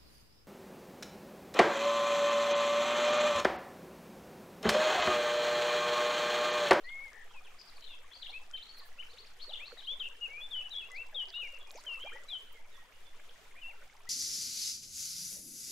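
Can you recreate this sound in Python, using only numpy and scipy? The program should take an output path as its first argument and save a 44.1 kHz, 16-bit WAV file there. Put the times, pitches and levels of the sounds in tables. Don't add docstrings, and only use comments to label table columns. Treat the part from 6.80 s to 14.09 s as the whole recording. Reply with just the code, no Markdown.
import sys
import numpy as np
from scipy import signal
from scipy.io import wavfile
from scipy.ndimage import uniform_filter1d

SR = 44100
rng = np.random.default_rng(int(sys.argv[2]) if len(sys.argv) > 2 else 0)


def master_out(mix):
    frames = np.transpose(np.atleast_2d(mix))
    ceiling = np.clip(frames, -1, 1)
    pcm = np.round(ceiling * 32767).astype(np.int16)
    wavfile.write(sys.argv[1], SR, pcm)


N = 321489


def amp(db):
    return 10 ** (np.asarray(db) / 20)


def rms_one(x):
    return x / np.sqrt(np.mean(x ** 2) + 1e-20)


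def at_hz(points, hz):
    table = np.array(points)
    return np.interp(np.log(hz), np.log(table[:, 0]), table[:, 1])


def panned(x, pan_db):
    left = 2 / (1 + amp(-pan_db))
    return x * np.array([[left], [2 - left]])


def drift(rate_hz):
    step = 40
    pole = np.exp(-2 * np.pi * rate_hz * step / SR)
    noise = rng.standard_normal(N // step + 2002)
    slow = signal.lfilter([1], [1, -2 * pole, pole * pole], noise)[2000:]
    return np.interp(np.arange(N) / step, np.arange(len(slow)), rms_one(slow))


def unsteady(cut_hz):
    low_pass = signal.butter(2, cut_hz, fs=SR, output="sos")
    return rms_one(signal.sosfilt(low_pass, rng.standard_normal(N)))


def add(out, start_s, sound):
    i = max(round(start_s * SR), 0)
    out[:, i:i + sound.shape[1]] += sound[:, :N - i]


def whistle(s, hz, db, edge_s):
    t = np.arange(s[0] - edge_s, s[-1] + edge_s, 1 / SR)
    pitch = uniform_filter1d(np.interp(t, s, hz), size=150, mode="nearest")
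    fade = np.clip(np.minimum(t - t[0], t[-1] - t) / (2 * edge_s), 0, 1)
    level = amp(np.interp(t, s, db)) * np.sin(fade * np.pi / 2) ** 2
    phase = 2 * np.pi * np.cumsum(pitch) / SR
    return np.sqrt(2) * level * np.sin(phase)


# (frequency [Hz], level [dB rms])
WOBBLE_TONES = [(3.9, -53), (5.8, -51), (11.7, -60.5)]


def wobble():
    t = np.arange(N) / SR
    tones = []
    for hz, db in WOBBLE_TONES:
        tones.append(np.sqrt(2) * amp(db) * np.sin(2 * np.pi * (hz * t + rng.random())))
    return sum(tones)


# (frequency [Hz], density [dB per Hz])
HISS_SPECTRUM = [(12, -30), (20, -20.5), (36, -19), (59, -21), (112, -35), (289, -33.5), (565, -32.5),
                 (2920, -29.5), (4430, -39), (5530, -38), (11400, -46.5), (15500, -50)]
# (frequency [Hz], correlation [-1 to 1])
HISS_LIKENESS = [(30, 0.31), (150, 0.87), (400, 0.37), (2000, 0.29), (10000, 0.19)]


def water_hiss(patchy_db):
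    out, together = 0, drift(6)
    edges = 20 * 2 ** np.arange(0, 10.1, .5)
    white = rng.standard_normal((2, 2, N))
    for k, (low, high) in enumerate(zip(edges, edges[1:])):
        band = signal.butter(2, [low, high], "band", fs=SR, output="sos")
        mid, side = signal.sosfilt(band, white[k % 2])
        hz = np.sqrt(low * high)
        alike = np.clip(at_hz(HISS_LIKENESS, hz), -1, 1)
        flicker_db = patchy_db * (.8 * together + drift(23))
        gain = amp(at_hz(HISS_SPECTRUM, hz) + flicker_db)
        out = out + gain * (np.sqrt(1 + alike) * mid + np.sqrt(1 - alike) * side * [[1], [-1]])
    return rms_one(out)


def small_bubbles(count, low_hz, high_hz, cycles, rise, tilt_db, spread_db):
    out = np.zeros((2, N))
    for when, size, loud, place, climb in rng.random((count, 5)):
        hz = low_hz * (high_hz / low_hz) ** size
        turns = np.arange(int(cycles * SR / hz)) * hz / SR
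        envelope = (1 - np.exp(-turns)) * amp(-40 * turns / cycles)
        ring = envelope * np.sin(2 * np.pi * turns * (1 + rise * climb * turns / cycles))
        level_db = tilt_db * size - spread_db * np.log(loud + 0.029)
        add(out, when * N / SR, panned(ring * amp(level_db), 18 * (place - .45)))
    return rms_one(out)


# (start [s], length [s], start pitch [Hz], turn pitch [Hz], end pitch [Hz],
# place of the turn [0-1], level before swell and high loss [dB], left minus right [dB])
TWITTER_CHIRPS = [(0.035, 0.029, 4030, 4400, 4800, 0.75, -57.5, 6),
                  (0.089, .01, 2840, 3730, 2860, 0.4, -49.5, 8),
                  (0.496, 0.027, 3200, 3230, 4050, 0.8, -62, -4),
                  (0.642, .04, 3610, 3000, 2320, 0.56, -59.5, -1),
                  (0.786, 0.041, 4850, 5040, 4600, 0.5, -52.5, 9),
                  (.874, 0.027, 4700, 5000, 4070, .25, -55, 8),
                  (0.955, 0.027, 3720, 4650, 3870, .4, -61, -1),
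                  (1.02, 0.017, 4050, 3950, 3600, 0.67, -54, 7),
                  (1.021, .009, 3110, 3100, 3020, .5, -56, 5),
                  (1.043, 0.0083, 3260, 3100, 2970, .5, -50.5, 5),
                  (1.04, 0.014, 4050, 4160, 3650, 0.8, -48, 7),
                  (1.065, 0.018, 3940, 3720, 3350, 0.5, -50.5, 12),
                  (1.086, .06, 3720, 3420, 3160, 0.7, -52.5, 6),
                  (1.087, 0.061, 2970, 2760, 2590, 0.4, -57, 3),
                  (1.311, 0.028, 3070, 3500, 3130, 0.36, -55, 5),
                  (1.329, .028, 2490, 3950, 4820, 0.13, -53, 6),
                  (1.359, 0.019, 4250, 4490, 4600, 0.5, -52, 6),
                  (1.417, 0.019, 4090, 4140, 2940, 0.36, -47, 7),
                  (1.441, .032, 3800, 3440, 2700, 0.59, -46.5, 4),
                  (1.477, 0.035, 3360, 3180, 4440, 0.4, -48.5, 2),
                  (1.763, 0.028, 3730, 2160, 3580, 0.7, -53.5, 13),
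                  (1.767, .024, 4220, 3930, 3290, 0.26, -51, -1),
                  (1.814, 0.028, 2650, 3960, 4420, 0.54, -50, 0),
                  (1.884, 0.035, 3220, 4330, 4480, 0.22, -51, 7),
                  (1.952, 0.051, 4500, 4000, 4770, .42, -56, 2),
                  (1.99, 0.019, 4370, 4040, 3400, 0.72, -55.5, -1),
                  (1.992, 0.072, 2165, 1813, 1690, .36, -65, -2),
                  (2.222, 0.014, 3025, 2080, 3200, 0.36, -49.5, 8),
                  (2.292, 0.032, 4040, 4020, 4700, 0.4, -56, -1),
                  (2.325, 0.015, 4630, 3850, 3450, 0.46, -58, -1),
                  (2.373, 0.039, 2530, 4180, 4680, 0.39, -52.5, 5),
                  (2.464, .016, 5600, 4860, 3640, 0.43, -55, 5),
                  (2.59, 0.014, 2970, 3180, 4240, 0.54, -56, 4),
                  (2.601, 0.048, 2980, 4335, 4420, .4, -48.5, 8),
                  (2.691, 0.023, 3840, 3940, 3030, 0.33, -46, 8),
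                  (2.718, 0.012, 2670, 2930, 3000, 0.43, -51.5, -1),
                  (2.73, 0.022, 3610, 3535, 2750, .4, -42, 6), (2.755, .012, 2750, 3200, 3420, .6, -41, 4),
                  (2.765, .006, 3320, 3000, 2670, 0.47, -46, 6),
                  (2.85, 0.036, 3740, 4360, 4370, 0.73, -48, 2),
                  (2.976, 0.029, 3800, 3960, 3380, 0.5, -49, 9),
                  (3.003, 0.0083, 4480, 3690, 2900, 0.46, -46.5, 4),
                  (3.025, 0.045, 2990, 3260, 4200, 0.44, -50.5, 2),
                  (3.113, .025, 2630, 2360, 2000, 0.8, -61, -1),
                  (3.8, 0.027, 2680, 2686, 2540, 0.8, -50.5, 2),
                  (4.525, 0.049, 3260, 3840, 3660, 0.44, -46.5, -1),
                  (4.798, 0.037, 3390, 3420, 3280, 0.37, -57.5, -1),
                  (4.867, 0.048, 2433, 2450, 2450, 0.9, -57.5, 0),
                  (4.938, 0.041, 5610, 6470, 3960, 0.63, -54, 2),
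                  (5.196, 0.047, 2880, 3273, 3050, 0.88, -46, -1),
                  (5.254, 0.091, 2650, 3036, 3150, 0.57, -58, -5),
                  (5.317, 0.062, 1184, 1847, 2000, 0.26, -52.5, 4),
                  (5.482, 0.042, 2215, 2400, 2450, .3, -59.5, -4),
                  (5.7, 0.061, 2750, 3270, 3150, .7, -68, -18),
                  (5.74, 0.053, 2220, 2130, 2000, .5, -62, -5),
                  (5.84, 0.025, 2280, 2340, 2150, 0.5, -66, -10),
                  (5.918, 0.064, 3850, 3530, 3330, .45, -66.5, -11),
                  (5.93, 0.1, 1850, 1930, 1850, 0.54, -66.5, -17),
                  (6.128, 0.052, 2750, 2870, 2870, 0.26, -71.5, -22),
                  (6.255, 0.038, 3510, 3470, 3460, 0.55, -63.5, -13),
                  (6.492, 0.0063, 4340, 3430, 2930, 0.35, -53.5, -5),
                  (6.75, 0.055, 1770, 2360, 2510, 0.33, -58.5, 1)]
CHIRP_SWELL_DB = 5
HIGH_LOSS_DB, BRIGHT_HZ = 5, 3200
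SCRATCH, SCRATCH_PER_OCTAVE = .28, 1.7


def chirps():
    out, scratch = np.zeros((2, N)), unsteady(330)
    for start, length, from_hz, turn_hz, to_hz, turn, db, pan_db in TWITTER_CHIRPS:
        share = np.array([0, np.clip(turn, .05, .95), 1])
        hz = np.array([from_hz, turn_hz, to_hz])
        octaves_over = max(np.log2(turn_hz / 4000), 0)
        rough = np.clip(SCRATCH + SCRATCH_PER_OCTAVE * octaves_over, 0, 1)
        high_loss_db = HIGH_LOSS_DB * np.maximum(np.log2(hz / BRIGHT_HZ), 0)
        level_db = db - CHIRP_SWELL_DB * (share == 0) - high_loss_db
        note = whistle(start + length * share, hz, level_db, .004)
        noise = scratch[round(start * SR):][:len(note)]
        note = note * (np.sqrt(1 - rough ** 2) + rough * noise)
        add(out, start - .004, panned(note, pan_db))
    return out


# (peak level before low loss [dB], time of the peak [s],
# glide as a list of (time [s], pitch [Hz]))
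SONG_NOTES = [(-41, .11, [(.04, 1843), (.11, 2141), (.25, 2219), (.295, 2094)]), (-52, 0.597, [(.534, 3160),
              (.544, 2680), (.6, 2380)]), (-43, 1.572, [(1.524, 2146), (1.544, 2528), (1.585, 2673)]),
              (-40, 1.749, [(1.734, 3167), (1.768, 3034)]), (-44.5, 2.208, [(2.183, 2580), (2.21, 3054),
              (2.222, 3000)]), (-45, 2.835, [(2.791, 1810), (2.811, 2390), (2.85, 2730)]),
              (-37.5, 3.085, [(3.07, 2770), (3.079, 3186), (3.125, 3533), (3.145, 3475)]),
              (-36, 3.215, [(3.197, 4010), (3.204, 3250), (3.23, 2950)]), (-38, 3.448, [(3.41, 2850),
              (3.45, 2860), (3.47, 2530)]), (-43, 3.57, [(3.488, 2190), (3.547, 2310), (3.577, 2454),
              (3.617, 2540)]), (-44.5, 3.624, [(3.604, 3334), (3.64, 3520), (3.67, 3440)]),
              (-38, 3.752, [(3.71, 3690), (3.754, 3036), (3.821, 2910)]), (-43.5, 3.868, [(3.845, 3020),
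              (3.876, 2905)]), (-43.5, 3.938, [(3.906, 3750), (3.918, 4000), (3.946, 3460)]),
              (-46.5, 4.012, [(4.0, 3200), (4.013, 2800), (4.035, 2544), (4.076, 2840)]),
              (-40.5, 4.22, [(4.108, 2074), (4.143, 1967), (4.19, 2665), (4.228, 2710)]),
              (-36.5, 4.397, [(4.345, 3400), (4.352, 3920), (4.362, 3410), (4.398, 3137), (4.417, 2902),
              (4.442, 2903)]), (-39, 4.575, [(4.54, 2756), (4.605, 2950), (4.634, 2526), (4.679, 2150)]),
              (-47, 4.64, [(4.615, 3194), (4.635, 2800), (4.72, 2820), (4.774, 2660)]),
              (-39.5, 5.075, [(5.065, 3130), (5.078, 3105), (5.098, 2780), (5.186, 2657)]),
              (-44.5, 5.29, [(5.256, 2343), (5.296, 2450), (5.308, 1940)]), (-40, 5.555, [(5.483, 3930),
              (5.495, 4050), (5.505, 3590), (5.56, 2990), (5.585, 3074)]), (-46.5, 6.84, [(6.814, 3030),
              (6.821, 3000), (6.84, 2686), (6.899, 2760), (6.925, 1970)]), (-48, 7.281, [(7.268, 1840),
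              (7.281, 2000), (7.288, 2000)])]
SWELL_DB, SINK_DB, SWELL_BEND = 10.5, 6.5, 3
WAVER_HZ = 18.7
LOW_LOSS_DB, FULL_HZ = 11, 2890
SINGER_PAN_DB = 5.5


def song():
    out, waver = np.zeros((2, N)), WAVER_HZ * drift(50)
    for peak_db, loudest, glide in SONG_NOTES:
        at, hz = np.transpose(glide)
        s = np.linspace(at[0], at[-1], 60)
        before = np.clip((loudest - s) / (loudest - s[0]), 0, 1)
        after = np.clip((s - loudest) / (s[-1] - loudest), 0, 1)
        db = peak_db - SWELL_DB * before ** SWELL_BEND - SINK_DB * after ** SWELL_BEND
        pitch = uniform_filter1d(np.interp(s, at, hz), size=7, mode="nearest")
        pitch = pitch + np.interp(s * SR, np.arange(N), waver)
        db = db - LOW_LOSS_DB * np.maximum(np.log2(FULL_HZ / pitch), 0)
        add(out, s[0] - .003, panned(whistle(s, pitch, db, .003), SINGER_PAN_DB))
    return out


def garden(x, t60):
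    t = np.arange(SR // 2) / SR
    lumps = amp(4 * drift(90)[:len(t)])
    envelope = lumps * amp(-60 * t / t60) * np.clip(t / 0.0041, 0, 1)
    tail = rng.standard_normal((2, len(t))) * envelope
    tail = tail / np.sqrt(np.sum(tail ** 2) / 2)
    return signal.fftconvolve(x.mean(0)[None], tail, axes=1)[:, :N]


# (start [s], end [s], start pitch before arch [Hz], end pitch before arch [Hz],
# level before arch and throb [dB], left minus right [dB], flutter rate [Hz], flutter depth [Hz], throb [dB])
FLUTTER_NOTES = [(.312, .452, 1900, 1850, -55.5, 8, 66, 140, -1),
                 (3.228, 3.282, 2770, 2740, -42, 6, 68, 110, 3),
                 (3.943, 4.0, 3400, 3340, -40, 5, 94, 60, 5),
                 (4.15, 4.183, 4700, 3920, -58.5, 0, 130, 700, 3),
                 (4.485, 4.511, 4860, 4240, -60.5, 0, 153, 705, 3),
                 (4.968, 5.01, 5230, 4180, -60, 0, 120, 600, 3)]
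TRILL_ARCH_DB, TRILL_ARCH_HZ = 4, 90


def trills():
    out = np.zeros((2, N))
    for start, end, from_hz, to_hz, db, pan_db, rate, depth_hz, throb_db in FLUTTER_NOTES:
        s = np.linspace(start, end, 200)
        flutter = np.cos(2 * np.pi * rate * (s - start))
        ends = np.linspace(-1.2, .8, len(s)) ** 2
        hz = np.linspace(from_hz, to_hz, len(s)) + depth_hz * flutter - TRILL_ARCH_HZ * ends
        level_db = db + throb_db * flutter - TRILL_ARCH_DB * ends
        add(out, start - .004, panned(whistle(s, hz, level_db, .004), pan_db))
    return out


# (time [s], envelope level after one cycle [dB], pitch [Hz], left minus right [dB])
DROP_TICKS = [(0.332, -43.5, 5500, 6), (1.009, -43, 5140, 5), (1.713, -40.5, 5630, 8),
              (2.92, -41, 1470, -6), (3.288, -44.5, 6770, 6), (3.8955, -44, 6000, 6.0),
              (4.1178, -38, 7800, 9), (4.456, -44, 4330, 4), (4.4854, -43, 4230, 17),
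              (4.504, -37, 4410, -5), (4.908, -34, 3960, -1), (4.9144, -40, 7600, -1),
              (5.0386, -40, 6950, 0.0)]


def drops():
    out = np.zeros((2, N))
    for s, db, hz, pan_db in DROP_TICKS:
        turns = np.arange(int(6 * SR / hz)) * hz / SR
        envelope = amp(db - 8 * (turns - 1)) * np.minimum(turns, 1)
        add(out, s, panned(envelope * np.sin(2 * np.pi * turns), pan_db))
    return out


# (time [s], length [s], start pitch [Hz], end pitch [Hz], level before churn [dB])
LARGE_BUBBLES = [(0.538, 0.033, 762, 1080, -58), (1.493, 0.021, 708, 860, -57.5),
                 (2.017, 0.016, 1095, 1120, -57), (2.679, 0.044, 422, 873, -56.5),
                 (2.924, 0.018, 507, 456, -52.5), (4.328, 0.038, 673, 493, -57.5),
                 (4.95, 0.043, 420, 1060, -52.5), (5.195, 0.026, 1085, 1030, -59.5),
                 (5.239, 0.042, 427, 960, -49), (5.273, 0.0071, 1150, 1240, -51.5),
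                 (5.315, 0.055, 368, 585, -61.5), (5.357, 0.0075, 865, 890, -49.5),
                 (7.022, 0.013, 1770, 2450, -56.5), (7.024, .016, 1230, 2240, -56)]


def gurgles():
    out = np.zeros((2, N))
    churn = .8 + .5 * unsteady(120)
    for s, length, from_hz, to_hz, db in LARGE_BUBBLES:
        swell = whistle([s, s + length], [from_hz, to_hz], [db, db], .005)
        add(out, s - .005, panned(swell * churn[round(s * SR):][:len(swell)], -.5))
    return out


# (time [s], length [s], noise level before window and filter [dB])
SPRAY_BURSTS = [(1.957, 0.054, -57), (2.036, 0.069, -58.5), (4.911, 0.012, -51.5), (5.717, 0.023, -56)]


def splashes():
    out = np.zeros((2, N))
    high_pass = signal.butter(4, 9500, "high", fs=SR, output="sos")
    for s, length, db in SPRAY_BURSTS:
        count = round(length * SR)
        spray = rng.standard_normal((2, count)) * np.hanning(count)
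        add(out, s, amp(db) * signal.sosfilt(high_pass, spray))
    return out


# (time [s], gain [dB])
BUBBLE_FLOW = [(0, 1), (2.4, -0.5), (3.8, 1), (4.3, 3), (5.3, 5.5), (5.8, -1), (7.29, 0)]
WATER_DB, BABBLE_DB, FIZZ_DB = -62, -65.5, -75


def brook():
    flow = amp(np.interp(np.arange(N) / SR, *np.transpose(BUBBLE_FLOW)))
    hiss = amp(WATER_DB) * water_hiss(patchy_db=1.2)
    babble = small_bubbles(count=1600, low_hz=373.3, high_hz=2309, cycles=41.7,
                           rise=0.52, tilt_db=10.5, spread_db=3.5)
    fizz = small_bubbles(count=1000, low_hz=4500, high_hz=15000, cycles=11,
                         rise=.2, tilt_db=-5, spread_db=2.6)
    bubbles = flow * (amp(BABBLE_DB) * babble + amp(FIZZ_DB) * fizz)
    return hiss + bubbles + drops() + gurgles() + splashes()


def birds():
    far = chirps() * amp(2 * drift(80))
    song_and_trills = (song() + trills()) * amp(1.1 * drift(60))
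    return song_and_trills, far


def scene():
    song_and_trills, far = birds()
    song_and_trills_echo = amp(-8.5) * garden(song_and_trills, t60=.48)
    far_echo = amp(-3) * garden(far, t60=0.38)
    return song_and_trills + far + song_and_trills_echo + far_echo + brook() + wobble()


def record(dry):
    return signal.sosfilt(signal.ellip(12, .5, 70, 15700, fs=SR, output="sos"), dry)


dry = scene()
out = record(dry)
master_out(out)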